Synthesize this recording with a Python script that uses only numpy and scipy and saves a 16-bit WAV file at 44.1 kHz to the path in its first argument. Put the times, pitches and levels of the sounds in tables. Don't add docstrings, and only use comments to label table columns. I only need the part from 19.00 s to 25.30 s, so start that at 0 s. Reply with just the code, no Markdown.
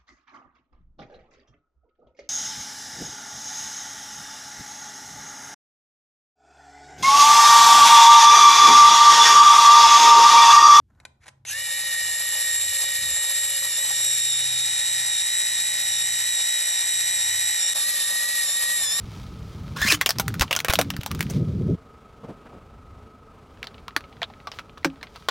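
import sys
import numpy as np
from scipy import signal
from scipy.fft import rfft, irfft
from scipy.io import wavfile
from scipy.ndimage import uniform_filter1d

SR = 44100
rng = np.random.default_rng(int(sys.argv[2]) if len(sys.argv) > 2 else 0)


def store_pcm(level_fs):
    pcm = np.round(np.clip(level_fs, -1, 1) * 32767).astype(np.int16)
    wavfile.write(sys.argv[1], SR, np.atleast_2d(pcm).T)


N = 277830
TIME = np.arange(N) / SR
CLATTER_T60_S = 0.063


def undb(db):
    return 10 ** (np.asarray(db) / 20)


def unit(x):
    return x / np.sqrt(np.mean(x ** 2))


def decay(t, t60_s):
    return np.exp(-np.log(1000) * t / t60_s)


def curves(table):
    s, *columns = np.transpose(table)
    return [np.interp(TIME, s, column) for column in columns]


def slope(f, points):
    hz, db = np.transpose(points)
    return undb(np.interp(np.log(f), np.log(hz), db))


def resonance(f, hz, width):
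    return 1 / (1 + 1j * (f * f - hz * hz) / (f * width))


def bins(size):
    return np.maximum(np.arange(size // 2 + 1) * SR / size, 1)


def colour(x, points):
    return unit(irfft(rfft(x) * slope(bins(len(x)), points), len(x)))


def ring(x, hz, width):
    return unit(irfft(rfft(x) * resonance(bins(len(x)), hz, width), len(x)))


def causal(gain):
    cepstrum = irfft(np.log(gain))
    half = len(cepstrum) // 2
    return np.exp(rfft(np.r_[cepstrum[0], 2 * cepstrum[1:half], np.zeros(half)]))


def noise():
    return rng.standard_normal(N)


def walk(rate):
    hold = int(SR / rate)
    levels = rng.standard_normal(N // hold + 1)
    return unit(uniform_filter1d(np.repeat(levels, hold)[:N], hold))


def grains(rate, spread_db):
    size_db = spread_db * np.minimum(rng.exponential(size=N), 3)
    return (rng.random(N) < rate / SR) * undb(size_db) * np.sign(noise())


def spell(start, end, attack_s, release_s):
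    before, after = np.minimum(TIME - start, 0), np.maximum(TIME - end, 0)
    return np.exp(-(before / attack_s) ** 2 - (after / release_s) ** 2)


def add(out, s, sound):
    i = int(s * SR)
    out[..., i:i + sound.shape[-1]] += sound[..., :N - i]


def slip(hz, rough, partials_db, jitter=0.016, smear=0.58):
    phase = 2 * np.pi * np.cumsum(hz * (1 + jitter * (0.66 + 2 * rough) * walk(500))) / SR
    tone = 0
    for k, db in enumerate(partials_db, start=1):
        clean = (1 - rough) * np.sin(k * phase)
        smeared = smear * rough * walk(600) * np.cos(k * phase)
        tone = tone + undb(db) * (clean + smeared)
    return tone


def engine(whine_hz=1274.5, whine_width_hz=79.0, whine_db=-13.0, firing_hz=25.33, throb=0.19,
           bass_db=-10.0, roar_share=0.13, idle_db=-46):
    # pitch_hz, level_db
    idle_colour = [(15, -41), (25, -10.5), (68, -7), (195, -11.5), (236, -9), (335, -17.5), (451, -10),
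                   (516, -20), (560, -15), (607, -17.5), (988, -20), (1290, -20), (1790, -31),
                   (2220, -29.5), (16000, -54.5)]
    # start_s, end_s, effort_db (in full on the bass, a share on everything)
    effort = [(0, .85, 15.5), (3.8, 4.021, 8)]
    effort_db = sum(db * spell(start, end, 0.17, 0.096) for start, end, db in effort)
    firing_rate = firing_hz * (1 + 0.025 * walk(2.6))
    firing = 1 + throb * np.sin(2 * np.pi * np.cumsum(firing_rate) / SR)
    roar = colour(noise(), idle_colour) * undb(1.1 * walk(5.6) - 4.0)
    bass = ring(ring(noise(), 76.0, 56.0), 62., 60.) * undb(bass_db + effort_db)
    whine = ring(ring(noise(), whine_hz, whine_width_hz), whine_hz, whine_width_hz)
    whine *= undb(whine_db + 2.1 * walk(10))
    return undb(idle_db + roar_share * effort_db) * (firing * (roar + whine) + bass)


def rumble(bed_db=-47.5, low_db=2.0, gust_db=-17.0, gust_growth=0.41, lump_db=5.5, end_s=2.752):
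    # start_s, end_s, level_db
    swells = [(0, 0.503, -45), (0.545, 0.968, -39), (1.17, 1.427, -34), (1.765, 1.944, -35.5),
              (2.114, 2.303, -31.5), (2.351, 2.42, -23.5), (2.477, 2.624, -27), (2.667, 2.75, -23)]
    # pitch_hz, level_db
    low_colour = [(25, -25), (45, -10.5), (65, 2), (110, 5.5), (175, 5.5), (230, -2.5), (300, -11.5),
                  (450, -50.5), (4000, -100)]
    # pitch_hz, level_db
    gust_colour = [(180, -20.5), (270, 0), (420, -5.5), (560, -13.5), (750, -33), (1100, -52), (4000, -100)]
    swell_power = sum((undb(db) * spell(start, end, 0.018, 0.038)) ** 2 for start, end, db in swells)
    strength = np.sqrt(undb(bed_db) ** 2 + swell_power)
    growth = (strength / undb(bed_db)) ** gust_growth
    upper = growth * undb(gust_db + lump_db * np.tanh(walk(45)))
    low, gust = colour(noise(), low_colour), colour(noise(), gust_colour)
    low /= np.sqrt(uniform_filter1d(low ** 2, size=4000))
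    stop = np.clip((end_s - TIME) / 0.018 + 0.32, 0, 1)
    return stop * strength * (undb(low_db) * low + upper * gust)


def tread(flutter_db=1.5):
    # start_s, end_s, level_db
    rolls = [(0, 2.35, -53.5), (2.48, 2.74, -58), (4.6, 7.5, -68)]
    # centre_s, level_db, length_s (rise and fall each)
    drags = [(0.972, -53, 0.47), (2.351, -47.5, 0.051), (5.557, -54, .035), (6.188, -59, 0.11)]
    # pitch_hz, level_db
    grit_colour = [(300, -14.5), (900, 2.5), (2000, 1), (5000, 0), (8000, -10.5), (15000, -16)]
    rolling = sum(undb(db) * spell(start, end, .12, 0.021) for start, end, db in rolls)
    dragging = sum(undb(db) * spell(s, s, length, length) for s, db, length in drags)
    tick = rng.standard_normal(400) * np.exp(-np.arange(400) / 80)
    ticks = .6 * unit(signal.fftconvolve(grains(120, 2.5), tick)[:N])
    level = np.hypot(rolling, dragging) * undb(flutter_db * walk(8.7))
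    return level * colour(noise() + ticks, grit_colour)


def small_cracks(count=24, spread_db=1.0, panel_hz=1900., spread_octaves=.6):
    # start_s, end_s, level_db (before the spread)
    strain = [(.64, 2.3, -12.5), (4.565, 6.274, -18.5)]
    rows = []
    for start, end, db in strain:
        for k in range(count):
            when, cave = rng.random(2)
            loud, high = np.clip(rng.standard_normal(2), -2, 2)
            s = start + (end - start) * (k + when) / count
            rows.append((s, db + spread_db * loud, panel_hz * 2 ** (spread_octaves * high), cave))
    return rows


def splinter(f, count=14):
    pitches = 500 * 26 ** rng.random(count)
    gain = np.abs(1 + sum(1.3 * resonance(f, hz, 80 + hz / 35) for hz in pitches))
    return gain / np.sqrt(np.mean(gain[(f > 500) & (f < 13000)] ** 2))


def cracks(tear_s=0.00059, panel_q=4., panel_db=11.0, panel_clatter_db=7.0, shell_db=-10.5,
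           treble_t60_s=0.061, strain_dull_db=-11.5, size=8192):
    # start_s, level_db, panel_hz, cave_in (0 a clean snap, 1 the panel collapses)
    fractures = [(0.8167, 4.5, 1520, 0.4), (0.887, 5.5, 2790, 0.48), (0.9197, 10, 2060, 0.63),
                 (0.9223, 16, 4060, 0.27), (1.012, 11.5, 1930, 0.61), (1.0605, 13.5, 3100, 0.63),
                 (1.0911, 10, 5200, 0.62), (1.1058, 10, 5040, 0.29), (1.185, 1.5, 5250, 0.48),
                 (1.1976, 12.5, 710, 0.52), (1.2806, 7, 1590, 0.11), (1.341, -2.5, 1476, 0.36),
                 (1.3958, 3.5, 5100, .35), (1.4099, 14.5, 2530, 0.55), (1.4199, 14, 1190, 0.55),
                 (1.5097, 6.5, 2360, 0.89), (1.5278, 10.5, 2730, 0.54), (1.551, 4.5, 2780, 0.27),
                 (1.5635, 12.5, 5800, 0.44), (1.5896, 4, 3630, .3), (1.6026, 7.5, 2320, 0.054),
                 (1.6469, 13, 464, 0.3), (1.6834, 7, 1260, 0.82), (1.6979, 7, 2330, 0.76),
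                 (1.7025, 5, 3700, 0.83), (1.7262, 4.5, 483, 0.47), (1.7358, 16.5, 634, 0.38),
                 (1.755, 10, 3460, 0.1), (1.7886, 10.5, 1010, 0.98), (1.8131, 13, 685, 0.23),
                 (1.903, 6.5, 2780, 0.2), (1.9653, -2.5, 1590, 0.2), (2.0122, -9, 2770, 0.21),
                 (2.0335, -3.5, 740, 0.14), (2.0614, 5, 810, 0.42), (2.1142, 3, 1250, 0.082),
                 (2.1487, -5.5, 1290, 0.38), (2.192, -8.5, 1650, 0.35), (2.207, 8.5, 2190, 0.22),
                 (2.2272, -1, 1540, 0.15), (2.2986, -13.5, 5700, 1), (2.3062, -12, 8350, .8),
                 (4.629, 0, 2200, 0.15), (4.6415, -7.5, 1440, 0.67), (4.67, -4, 4200, 0.33),
                 (4.881, -1.5, 1110, 0.25), (4.964, 16.5, 1470, 0.26), (5.007, -12, 1310, 0.26),
                 (5.2178, 2.5, 1650, 0.65), (5.2302, 6, 3500, 0.3), (5.3003, -20.5, 820, .8),
                 (5.4712, -0.5, 1070, 0.6), (5.5166, -2.5, 5500, .4), (5.5875, -2, 1330, 0.47),
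                 (5.593, -3.5, 1350, 0.47), (5.779, -12, 1060, .25), (5.846, 10.5, 1640, 0.85),
                 (6.029, -5, 2120, 0.68), (6.159, -7, 1120, 0.57), (6.286, 15.5, 1120, 0.53)]
    # pitch_hz, width_hz, level_db (before shell_db)
    shell_modes = [(507, 52, -8.5), (1151, 22, -2.5), (1430, 420, 1.5), (2270, 43, -6), (2750, 75, -10),
                   (2700, 68, 0.5), (3456, 120, -3.5), (4800, 300, -3), (5930, 760, 8.5)]
    # time_s, gain_db at 8 kHz
    snap_points = [(.9, -11), (1.15, -8.5), (1.5, -13.5), (2.3, -9.0), (4.7, -23), (4.96, -22),
                   (5.25, -30.5), (5.85, -20.5), (6.3, -22)]
    out, t, f = np.zeros((2, N)), np.arange(size) / SR, bins(size)
    modes = sum(undb(db) * resonance(f, hz, width) for hz, width, db in shell_modes)
    shell = np.abs(1 + undb(shell_db) * modes)
    shell /= np.sqrt(np.mean(shell[(f > 500) & (f < 7000)] ** 2))
    treble = 1 / (1 + (4000 / f) ** 4)
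    fade = np.clip(3 - 4 * t / t[-1], 0, 1)
    build = 1 - np.exp(-t / 0.00043)

    def burst(envelope):
        return rfft(unit(rng.standard_normal(size) * envelope)) / np.sqrt(size)

    def panel(hz, peak_db):
        return causal(np.hypot(1, undb(peak_db) * np.abs(resonance(f, hz, hz / panel_q))))

    breaks = [(row, 0) for row in fractures] + [(row, strain_dull_db) for row in small_cracks()]
    for (s, db, hz, cave), dull_db in breaks:
        body_db, clatter_db = -15.5 + 20.5 * cave, -8 + 16 * cave
        snap_db = np.interp(s, *np.transpose(snap_points)) + dull_db

        tear = burst(t * np.exp(-t / tear_s))
        tear *= panel(hz, panel_db) / np.sqrt(np.abs(tear))

        low = burst(build * decay(t, CLATTER_T60_S))
        high = burst(build * decay(t, treble_t60_s))
        rattle = np.sqrt(1 - treble) * low + np.sqrt(treble) * high
        pieces = causal(shell * splinter(f)) * panel(hz, panel_clatter_db)
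        clatter = undb(clatter_db) * pieces * rattle

        gain = slope(f, [(40, body_db - 39.0), (100, body_db - 10.5), (500, body_db + 0.5),
                         (1200, -3.5), (4000, -4.5), (8000, snap_db), (16000, 1.35 * snap_db + 5.0)])
        side = undb(clatter_db - 11) * treble ** 2 * burst(build * np.exp(-t / .006))
        spectrum = causal(gain) * (tear + clatter + np.array([side, -side]))
        add(out, s, undb(db) * fade * irfft(spectrum))
    return out


def squeak(second_ratio=1.2, second_db=-5.5, rasp_db=-4.5, ring_db=-7.0):
    # time_s, slip_rate_hz, level_db, roughness (0-1)
    slips = [(.765, 1404, -33, .95), (0.809, 1640, -29.5, 0.69), (.83, 1810, -19.5, 0.25),
             (.865, 1900, -23.5, 0.66), (.884, 2350, -14, .35), (.898, 2980, -20, 0.17),
             (.906, 2480, -16.5, 0.32), (0.946, 2870, -23, 0.84)]
    hz, db, rough = curves(slips)
    first = slip(hz, rough, [1.5, -4.5, -12.0, -14], jitter=0.034)
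    second = rough * slip(hz * second_ratio, 0.64, [-3, 2, -2])
    rasp = colour(grains(2500, 1.8), [(150, -21.5), (600, -11.5), (1400, 4.5), (2600, -0.5),
                                      (4500, -1.0), (6800, -4), (8500, -7), (15000, -10.5)])
    rasp *= undb(rasp_db + 0.48 * (db + 28.0)) * rough
    rub = first + undb(second_db) * second + rasp
    rub *= undb(db + 2 * walk(220)) * spell(slips[0][0], slips[-1][0], .004, .009)
    tail = noise() * decay(TIME, CLATTER_T60_S)
    return rub + undb(ring_db) * signal.fftconvolve(rub, tail / np.linalg.norm(tail))[:N]


def thuds(push_s=.0007, stiffen=0.14, settle_s=0.0096):
    # start_s, level_db, settled_hz, t60_s
    knocks = [(0.85, -15.5, 190.8, 0.031), (0.925, -23.5, 297, 0.18), (1.198, -37.5, 790, 0.39),
              (1.283, -23, 110, 0.21), (1.408, -10.5, 59, 0.069), (1.696, -6.5, 69, 0.026),
              (1.791, -30, 279.1, 0.7), (1.99, -13.5, 114, 0.033), (3.294, -41, 150.4, 0.085),
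              (4.9653, -22.5, 277, 0.036), (5.2205, -23, 648, 0.057), (5.8531, -16, 311, 0.091),
              (5.853, -25, 527, 0.095), (5.856, -22, 271.5, 0.23), (5.859, -25.5, 161, 0.14)]
    out, t = np.zeros(N), np.arange(SR // 2) / SR
    for s, db, hz, t60 in knocks:
        pitch = hz * (1 + stiffen * np.exp(-t / settle_s))
        phase = 2 * np.pi * np.cumsum(pitch) / SR
        envelope = decay(t, t60) * (1 - np.exp(-t / push_s))
        add(out, s, -undb(db) * np.sin(phase) * envelope)
    return out


def scuffs(body_db=8.5, scrape_db=-18.0):
    # centre_s, level_db, length_s, centre_hz
    scrapes = [(3.246, -35, 0.017, 420), (3.301, -35, 0.034, 320), (3.468, -44, 0.017, 850),
               (3.547, -46, 0.075, 450)]
    out = np.zeros(N)
    for s, db, length, hz in scrapes:
        scrape = colour(grains(3300, 1.5), [(40, -20), (hz / 2.6, body_db), (hz * 2.04, -2),
                                            (hz * 4, scrape_db), (12000, -45), (20000, -70)])
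        out += undb(db) * np.exp(-2 * ((TIME - s) / length) ** 2) * scrape
    return out


def creaks(rough=.85, jitter=0.032, rise_octaves_per_s=2.0):
    # centre_s, slip_rate_hz, level_db, length_s (rise and fall each)
    chirps = [(5.231, 3350, -17.5, .003), (5.242, 3680, -23.5, 0.0065)]
    out = np.zeros(N)
    for s, hz, db, length in chirps:
        glide = 2 ** (rise_octaves_per_s * np.clip(TIME - s, -2 * length, 2 * length))
        out += undb(db) * spell(s, s, length, length) * slip(hz * glide, rough, [0, -25], jitter)
    return out


def scene():
    return engine() + rumble() + tread() + cracks() + squeak() + thuds() + scuffs() + creaks()


def record(dry, ceiling=.72, top_hz=16000):
    rounded = ceiling * np.tanh(dry / ceiling)
    return signal.sosfilt(signal.ellip(8, .2, 70, top_hz, fs=SR, output="sos"), rounded)


dry = scene()
out = record(dry)
store_pcm(out)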